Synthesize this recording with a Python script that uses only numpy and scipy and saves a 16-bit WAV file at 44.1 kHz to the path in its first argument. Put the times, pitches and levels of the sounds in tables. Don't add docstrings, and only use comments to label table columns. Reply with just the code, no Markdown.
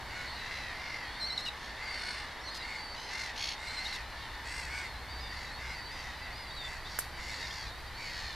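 import sys
import numpy as np
from scipy import signal
from scipy.fft import rfft, irfft, next_fast_len
from scipy.io import wavfile
from scipy.ndimage import map_coordinates

SR = 44100
rng = np.random.default_rng(int(sys.argv[2]) if len(sys.argv) > 2 else 0)


def output_pcm(signal):
    pcm = np.clip(np.atleast_2d(signal).T, -1, 1) * 32767
    wavfile.write(sys.argv[1], SR, np.round(pcm).astype(np.int16))


N = 368215

# (frequency [Hz], gain [dB])
RUMBLE_SPECTRUM = [(15, -7.5), (28, 1), (42, -4), (62, 4), (80, -7.5), (110, -6), (160, -14.5), (230, -35),
                   (400, -39)]
# (time [s], relative level [dB])
RUMBLE_ENVELOPE = [(0, -47.5), (1.6, -50.5), (3.2, -51), (4.6, -47), (6.1, -47.5), (8.35, -46)]
# (frequency [Hz], gain [dB])
DIN_SPECTRUM = [(120, -15), (200, -5.5), (416, -7.5), (683, -4), (883, 1), (1320, -5), (1980, -1),
                (2470, -10.5), (3430, -13), (4270, -11.5), (7010, -26.5), (11500, -32), (13600, -96),
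                (14900, -69), (16000, -62)]
# (frequency [Hz], gain [dB])
FAR_GULL_SPECTRUM = [(500, -27), (880, -1.5), (1250, -9.5), (1600, 1.5), (2000, 8.5), (2600, -3.5),
                     (3300, 1), (4300, 1), (5500, -9), (9000, -30)]
# (frequency [Hz], T60 [s])
ECHO_T60 = [(300, 0.27), (2000, 0.28), (10000, 0.064)]
# (frequency [Hz], gain [dB])
SIDE_GAIN = [(25, -13), (100, -17.5), (250, -12), (600, -17), (2000, -19.5), (4500, -10.5), (7000, -4),
             (9500, -1), (12000, -0.5)]
# (start [s], end [s], first [Hz], middle [Hz], last [Hz], relative level [dB])
SLUR_NOTES = [(0.254, 0.373, 4330, 4480, 4410, -56), (0.271, 0.438, 4120, 4150, 3820, -53),
              (1.026, 1.272, 3140, 3510, 4270, -57), (1.065, 1.22, 4450, 4380, 4420, -57),
              (1.156, 1.506, 2124, 2062, 1942, -54.5), (1.458, 1.49, 2950, 2850, 2600, -43.5),
              (1.71, 1.837, 4330, 4700, 4660, -63), (1.818, 1.856, 4300, 4690, 4800, -56),
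              (2.257, 2.637, 2095, 1964, 1830, -64), (2.28, 2.365, 4000, 3880, 3600, -65),
              (2.364, 2.41, 3160, 3450, 3950, -58), (2.407, 2.504, 5420, 5800, 6500, -61),
              (2.508, 2.637, 4800, 4900, 4860, -55), (2.623, 2.744, 4430, 4520, 4530, -54.5),
              (2.76, 2.954, 4550, 4560, 4530, -51), (2.76, 2.9, 3100, 3580, 3980, -68),
              (4.225, 4.28, 3120, 3110, 2960, -57), (4.843, 4.94, 4000, 4180, 4290, -59),
              (5.226, 5.29, 3560, 3620, 3500, -56), (5.29, 5.397, 4670, 4710, 4450, -54),
              (5.456, 5.586, 3570, 4130, 4500, -55), (5.666, 5.758, 3900, 4190, 4370, -61),
              (5.8, 5.964, 4200, 3850, 3540, -64), (6.333, 6.498, 3880, 4190, 3800, -63),
              (6.314, 6.458, 4320, 4940, 4500, -54.5), (6.469, 6.616, 4640, 4510, 4590, -54.5),
              (6.502, 6.537, 3590, 3800, 3920, -51), (6.562, 6.683, 3990, 3616, 3540, -48),
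              (6.848, 6.89, 3500, 3720, 4370, -52.5), (7.307, 7.368, 3600, 4120, 4150, -53),
              (7.408, 7.457, 3950, 3800, 3750, -51), (7.502, 7.52, 3120, 3250, 3500, -49),
              (7.556, 7.717, 5000, 4200, 3950, -56), (7.942, 8.098, 4360, 4550, 4700, -54.5)]
# (start [s], end [s], level [dB], catch length [s])
WHISTLE_CALLS = [(1.818, 1.993, -49, 0.12), (5.08, 5.32, -52, 0.084), (5.74, 6.03, -52, 0.14)]
# (start [s], end [s], pitch [Hz], level [dB])
HELD_NOTES = [(1.197, 1.353, 4270, -43), (1.353, 1.407, 4330, -42), (1.414, 1.496, 4190, -40.5),
              (2.434, 2.635, 4310, -51.5), (3.669, 3.974, 4264, -47.5)]
# (middle [s], length [s], pitch [Hz], level [dB], roughness [ratio])
PRESSES = [(1.234, 0.046, 4120, -34, 0.0095), (1.279, .03, 4410, -40, 0.019),
           (1.31, .026, 4000, -35, 0.013), (1.327, 0.016, 4140, -35, .008),
           (1.387, 0.031, 4030, -36.5, 0.051), (1.479, 0.054, 3860, -41, 0.035),
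           (2.49, .035, 4120, -43, .018), (2.617, .04, 3900, -49, .018), (3.69, .035, 4060, -43.5, 0.0099),
           (3.785, .036, 4090, -37.5, .009), (3.864, 0.025, 3760, -38, 0.016),
           (3.936, .03, 3980, -43.5, 0.025), (3.962, 0.03, 3600, -45, 0.025)]
# (start [s], end [s], pitch [Hz], level [dB])
CRACK_CALLS = [(1.374, 1.413, 1345, -49), (1.452, 1.488, 970, -49.5), (2.544, 2.579, 1045, -46),
               (3.842, 3.888, 1000, -50), (3.926, 3.966, 950, -48)]
# (start [s], end [s], pitch [Hz], rattle [Hz], hoarseness [0-1], level [dB])
SCREECH_CALLS = [(1.56, 1.72, 1080, 61.5, .45, -52), (2.93, 3.13, 1012, 60.9, .28, -46.5),
                 (3.346, 3.559, 1085, 65.5, .68, -37.5)]
# (frequency [Hz], gain [dB])
SCREECH_SPECTRUM = [(1200, -30), (2100, -4), (2700, 1.5), (3250, -1), (4250, 2), (5400, -4), (6600, -6.5),
                    (7400, -24), (10300, -21), (13000, -30), (16000, -45)]
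# (frequency [Hz], gain [dB])
THROAT_SPECTRUM = [(600, -41), (1150, -53), (1500, 11), (1850, 13), (2080, 7.5), (2400, 7), (2750, 1.5),
                   (3300, -21), (5000, -62)]
# (frequency [Hz], gain [dB])
EDGE_SPECTRUM = [(3500, -56), (5200, 4), (6400, 4), (7400, 0.5), (8500, -2.5), (10500, -2.5), (13000, -8),
                 (16000, -30)]
# (start [s], end [s], pitch [Hz], throb [Hz], strain [0-1], arch [ratio], fall [ratio],
# beak resonance [Hz], upper ring [Hz], relative throat [dB], relative nasal cry [dB], relative beak [dB])
SCREAM_CALLS = [(0.086, 0.305, 708, 93, 0.59, 0.11, -0.031, 4400, 7000, -50.5, -58, -59),
                (0.361, 0.767, 648, 63.4, 0.64, 0.12, 0.037, 4000, 5540, -50, -50, -50.5),
                (0.728, 1.119, 674, 45.6, 0.37, 0.1, .06, 4520, 5700, -52.5, -49.5, -53.5),
                (1.749, 2.008, 679, 95.3, 0.53, 0.096, -0.012, 4450, 6960, -56, -46.5, -66),
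                (1.887, 2.263, 701.4, 52.7, 0.74, .08, 0.0056, 4430, 8700, -49.5, -62, -48),
                (2.591, 2.846, 702, 113.2, .58, 0.1, 0.019, 4230, 7300, -60, -45.5, -55),
                (3.068, 3.33, 665, 48.7, 0.94, 0.16, 0.022, 4250, 5700, -49.5, -50, -49),
                (3.567, 3.862, 693.5, 90, 0.73, 0.059, 0.0017, 4650, 7900, -55.5, -50, -57.5),
                (3.768, 4.038, 670, 50.2, 0.74, 0.099, 0.049, 4350, 5550, -49, -58, -52),
                (4.433, 4.704, 652.4, 55.6, 0.9, .15, 0, 4430, 7900, -48, -59, -50.5),
                (4.667, 4.897, 708, 126.7, 0.76, 0.14, 0.032, 4760, 7760, -52, -45.5, -55.5),
                (5.288, 5.551, 647, 49.4, 0.49, 0.11, 0.022, 4450, 6800, -57, -50.5, -56),
                (5.568, 5.827, 679, 120.7, 0.51, .14, 0.034, 4850, 7240, -52, -50.5, -56),
                (5.879, 6.159, 649, 60.7, 0.66, .08, 0.022, 4800, 5600, -54.5, -55.5, -63),
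                (6.18, 6.355, 644, 90, 0, 0.093, .03, 3780, 5600, -53.5, -54, -66),
                (6.603, 6.813, 652, 79.7, .62, 0.037, 0.0056, 4500, 7500, -53.5, -51, -55),
                (6.847, 7.07, 665, 86, 0.67, 0.076, 0.0078, 4500, 5900, -58, -63, -51.5),
                (7.159, 7.497, 660, 104.1, .77, 0.092, 0.056, 4500, 7100, -57.5, -48, -51.5),
                (7.357, 7.72, 666, 70.1, 0.68, 0.13, 0.077, 4630, 6500, -56, -59, -50),
                (7.959, 8.129, 739, 110.5, .64, 0.063, 0.09, 4300, 7000, -75, -45.5, -52.5),
                (8.037, 8.374, 615.4, 86.3, 0.69, 0.077, 0.036, 4240, 6650, -54, -59, -47.5)]


def amp(db):
    return 10 ** (np.asarray(db) / 20)


def unit(x):
    return x / np.sqrt(np.mean(x ** 2) + 1e-20)


def along(points, hz):
    knots_hz, values = np.transpose(points)
    return np.interp(np.log(hz + 1), np.log(knots_hz + 1), values)


def wobble(n, rate_hz):
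    knots = rng.standard_normal(int(n * rate_hz / SR) + 4)
    return map_coordinates(knots, [np.arange(n) * rate_hz / SR])


def filtered(x, response):
    n = x.shape[-1]
    size = next_fast_len(n + 2048)
    return irfft(rfft(x, size) * response(np.fft.rfftfreq(size, 1 / SR)), size)[..., :n]


def coloured(x, spectrum):
    return unit(filtered(x, lambda hz: amp(along(spectrum, hz))))


def formant(x, centre_hz, width_hz):
    return unit(filtered(x, lambda hz: (1 + ((hz - centre_hz) / width_hz) ** 2 / 2) ** -2))


def sweep(x, centre_hz, width_hz):
    carrier = np.exp(2j * np.pi * np.cumsum(centre_hz) / SR)
    base = x / carrier
    re, im = filtered(np.array([base.real, base.imag]), lambda hz: (1 + (hz / width_hz) ** 2 / 2) ** -2)
    return unit(((re + 1j * im) * carrier).real)


def fade(n, ramp_s):
    t = np.arange(n) / SR
    return np.sin(np.pi / 2 * np.clip(np.minimum(t, t[-1] - t) / ramp_s, 0, 1))


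def add(track, start_s, sound):
    i = round(start_s * SR)
    part = sound[max(-i, 0):max(N - i, 0)]
    track[max(i, 0):max(i, 0) + len(part)] += part


def course(length_s):
    return np.linspace(-1, 1, max(int(length_s * SR), SR // 50))


def bend(u, arch, fall):
    return arch * (1 / 3 - u ** 2) - fall * u + 0.00911 * wobble(len(u), 29.96)


def syrinx(pitch_hz, throb_hz, depth, hoarse):
    n = len(pitch_hz)
    beat = 2 * np.pi * np.cumsum(throb_hz * (1 + 0.059 * wobble(n, 45.4))) / SR
    jitter = 0.038 * hoarse * wobble(n, 600)
    hz = pitch_hz * (1 + 0.029 * depth * np.cos(beat) + jitter)
    phase = 2 * np.pi * np.cumsum(hz) / SR
    buzz = unit(np.sin(17.5 * phase) / np.sin(phase / 2) - 1)
    buzz *= 1 + 0.71 * hoarse * wobble(n, pitch_hz.mean())
    air = 0.9 * hoarse * rng.standard_normal(n) * (1 + np.cos(phase))
    throb = np.abs(np.cos(beat / 2)) ** 0.89
    return (buzz + air) * (1 - np.clip(depth, 0, 1) * (1 - throb))


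def smeared(x):
    return filtered(x, lambda hz: np.exp(-1j * np.pi * 0.0035 * hz ** 2 / 6000))


def chick_note(hz, rough, overtone_db, octave_db):
    n = len(hz)
    shake = rough * wobble(n, 376.5)
    phase = 2 * np.pi * np.cumsum(hz * (1 + shake + 0.00505 * wobble(n, 45.15))) / SR
    overtones = np.sin(4 / 3 * phase) + 0.12 * np.sin(5 / 3 * phase) + 0.08 * np.sin(3 * phase)
    tone = np.sin(phase) + amp(overtone_db) * overtones + amp(octave_db) * np.sin(2 * phase)
    return unit(tone * amp(157 * rough * wobble(n, 219)))


def slur(length_s, first_hz, middle_hz, last_hz, swell_db=2.5):
    u = course(length_s)
    hz = np.polyval(np.polyfit([-1, 0, 1], [first_hz, middle_hz, last_hz], 2), u)
    note = chick_note(hz, rough=0.005, overtone_db=-36, octave_db=-23)
    return note * amp(swell_db * (1 / 2 - u ** 2)) * fade(len(u), 0.0052)


def echo(x):
    hz, t, noise = signal.stft(rng.standard_normal(SR // 2), SR, nperseg=256)
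    decay = amp(-60 * t / along(ECHO_T60, hz)[:, None])
    tail = signal.istft(noise * decay, SR, nperseg=256)[1]
    return signal.fftconvolve(x, tail / np.linalg.norm(tail))[:N]


def din(fall_db_per_s=0.26):
    t = np.arange(N) / SR
    roar_db = -44 - fall_db_per_s * t + 0.071 * wobble(N, 18)
    roar = amp(roar_db) * coloured(rng.standard_normal(N), DIN_SPECTRUM)
    rumble_db = np.interp(t, *np.transpose(RUMBLE_ENVELOPE))
    return roar + amp(rumble_db) * coloured(rng.standard_normal(N), RUMBLE_SPECTRUM)


def far_birds(count=44):
    adults, young = np.zeros(N), np.zeros(N)
    starts_s = (np.arange(count) + rng.random(count)) / count * (N / SR + 0.3) - 0.3
    for start_s, (length, pitch, throb, size) in zip(starts_s, rng.uniform(-1, 1, (count, 4))):
        drift = bend(course(0.38 + 0.14 * length), arch=0.14, fall=0.04)
        call = syrinx((780 + 220 * pitch) * (1 + drift), 85 + 35 * throb, depth=0.46, hoarse=0.498)
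        add(adults, start_s, amp(3 * size) * call * fade(len(call), 0.14))
        for delay, span, height, arch, direction, loudness in rng.uniform(-1, 1, (2, 6)):
            hz = 4500 - 280 * (height + 1) ** 2
            glide_hz = 330 * np.sign(direction)
            note = slur(0.13 + 0.085 * span, hz - glide_hz, hz + 200 * abs(arch), hz + glide_hz)
            add(young, start_s + delay / 10, amp(2 * loudness) * (hz / 4000) * note)
    return amp(-56.5) * coloured(adults, FAR_GULL_SPECTRUM) + amp(-63.5) * unit(young)


def click(start_s=6.9887):
    t = np.arange(SR // 8) / SR
    knock = amp(-19) * np.sin(2 * np.pi * 1550 * t) * amp(-60 * t / 0.008)
    tick = amp(-28) * formant(rng.standard_normal(len(t)), 10000, 6000) * amp(-60 * t / 0.003)
    decay = amp(-60 * t / 0.059) + amp(-18 - 60 * t / 0.32)
    fizz_mid = amp(-32) * decay * formant(rng.standard_normal(len(t)), 10500, 4400)
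    fizz_side = amp(-30) * decay * formant(rng.standard_normal(len(t)), 10500, 4400)
    out = np.zeros((2, N))
    add(out[0], start_s, knock + tick + fizz_mid + fizz_side)
    add(out[1], start_s, knock + tick + amp(1) * (fizz_mid - fizz_side))
    return out


def slurs():
    out = np.zeros(N)
    for start_s, end_s, *pitches_hz, db in SLUR_NOTES:
        add(out, start_s, amp(db + 1.5) * slur(end_s - start_s, *pitches_hz))
    return out


def whistles(top_hz=4980, arch_hz=542, catch_hz=4610, catch_db=1, catch_after_s=0.04, jump_s=0.0055):
    out = np.zeros(N)
    for start_s, end_s, db, catch_s in WHISTLE_CALLS:
        t = np.arange(0, end_s - start_s, 1 / SR) - catch_after_s
        free_hz = top_hz - arch_hz * np.linspace(-1, 1, len(t)) ** 2
        caught = np.clip(np.minimum(t, catch_s - t) / jump_s, 0, 1)
        hz = free_hz + caught * (catch_hz - free_hz)
        note = chick_note(hz, rough=0.0046, overtone_db=-30, octave_db=-30)
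        add(out, start_s, amp(db + catch_db * caught) * note * fade(len(t), 0.015))
    return out


def peeps(held_rough=0.012):
    out = np.zeros(N)
    for start_s, end_s, hz, db in HELD_NOTES:
        t = np.arange(start_s, end_s, 1 / SR)
        rough = held_rough
        for middle_s, length_s, press_hz, press_db, press_rough in PRESSES:
            press = np.exp(-np.abs(2 * (t - middle_s) / length_s) ** 3)
            hz += press * (press_hz - hz)
            db += press * (press_db - db)
            rough += press * (press_rough - rough)
        note = chick_note(hz, rough, overtone_db=-19, octave_db=-26)
        add(out, start_s, amp(db) * note * fade(len(t), 0.004))
    return out


def cracks():
    out = np.zeros(N)
    for start_s, end_s, pitch_hz, db in CRACK_CALLS:
        drift = bend(course(end_s - start_s), arch=0, fall=0.0475)
        source = syrinx(pitch_hz * (1 + drift), throb_hz=110, depth=0.67, hoarse=0.52)
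        crack = formant(source, 4100, 1040) + amp(-7.5) * coloured(source, EDGE_SPECTRUM)
        add(out, start_s, amp(db) * crack * fade(len(crack), 0.003))
    return out


def screeches(scoop_s=0.02, swell_db=10):
    out = np.zeros(N)
    for start_s, end_s, pitch_hz, rattle_hz, hoarse, db in SCREECH_CALLS:
        u = course(end_s - start_s)
        scoop = 0.3 * np.exp(-np.arange(len(u)) / SR / scoop_s)
        hz = pitch_hz * (1 + bend(u, arch=0.025, fall=0.01) - scoop)
        source = smeared(syrinx(hz, rattle_hz, depth=0.88, hoarse=hoarse))
        voice = coloured(source, SCREECH_SPECTRUM)
        add(out, start_s, amp(db - swell_db * u ** 2) * voice * fade(len(u), 0.02))
    return out


def windpipe(x, spacing_hz):
    return filtered(x, lambda hz: 1 / (1 - 0.35 * np.exp(-2j * np.pi * hz / spacing_hz)))


def screams(throat_swell_db=5.5, beak_swell_db=9, edge_swell_db=11):
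    out = np.zeros(N)
    for (start_s, end_s, pitch_hz, throb_hz, strain, arch, fall,
         beak_hz, ring_hz, throat_db, cry_db, beak_db) in SCREAM_CALLS:
        u = course(end_s - start_s)
        effort = 1 / 4 - u ** 2
        drift = bend(u, arch, fall)
        hz = pitch_hz * (1 + drift)
        gape = 1 + 0.57 * drift
        hoarse = 0.42 + 0.16 * strain
        edge_db = -82.5 + 30 * strain
        source = smeared(syrinx(hz, throb_hz, depth=0.79 - 0.0013 * throb_hz, hoarse=hoarse))
        piped = windpipe(source, beak_hz / 4)
        cry = unit(sweep(source, 3 * hz, width_hz=370) * (1 + 1.4 * hoarse * wobble(len(u), 520)))
        throat = amp(throat_db + 2) * coloured(source, THROAT_SPECTRUM) + amp(cry_db - 2.5) * cry
        throat *= amp(throat_swell_db * effort)
        beak = amp(beak_db + beak_swell_db * effort) * sweep(piped, beak_hz * gape, width_hz=825)
        ring = sweep(source, ring_hz * gape, width_hz=830)
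        overtones = amp(1) * coloured(piped, EDGE_SPECTRUM)
        edge = amp(edge_db + edge_swell_db * effort) * unit(ring + overtones)
        add(out, start_s, (throat + beak + edge) * fade(len(u), 0.03))
    return out


def scene():
    near = screams() + screeches() + peeps() + whistles() + cracks() + slurs()
    far = far_birds()
    mid = near + amp(-12) * echo(near) + amp(3.5) * far + amp(-1.5) * echo(far) + amp(-1) * din()
    diffuse = amp(-7.5) * echo(near) + echo(far) + din()
    side = filtered(diffuse, lambda hz: amp(along(SIDE_GAIN, hz)))
    return np.array([mid + side, mid - side]) + click()


def record(dry):
    shelf_hz, shelf_db, cutoff_hz = 14250, -24, 16400
    return filtered(dry, lambda hz: np.where(hz < shelf_hz, 1, amp(shelf_db)) * (hz < cutoff_hz))


dry = scene()
out = record(dry)
output_pcm(out)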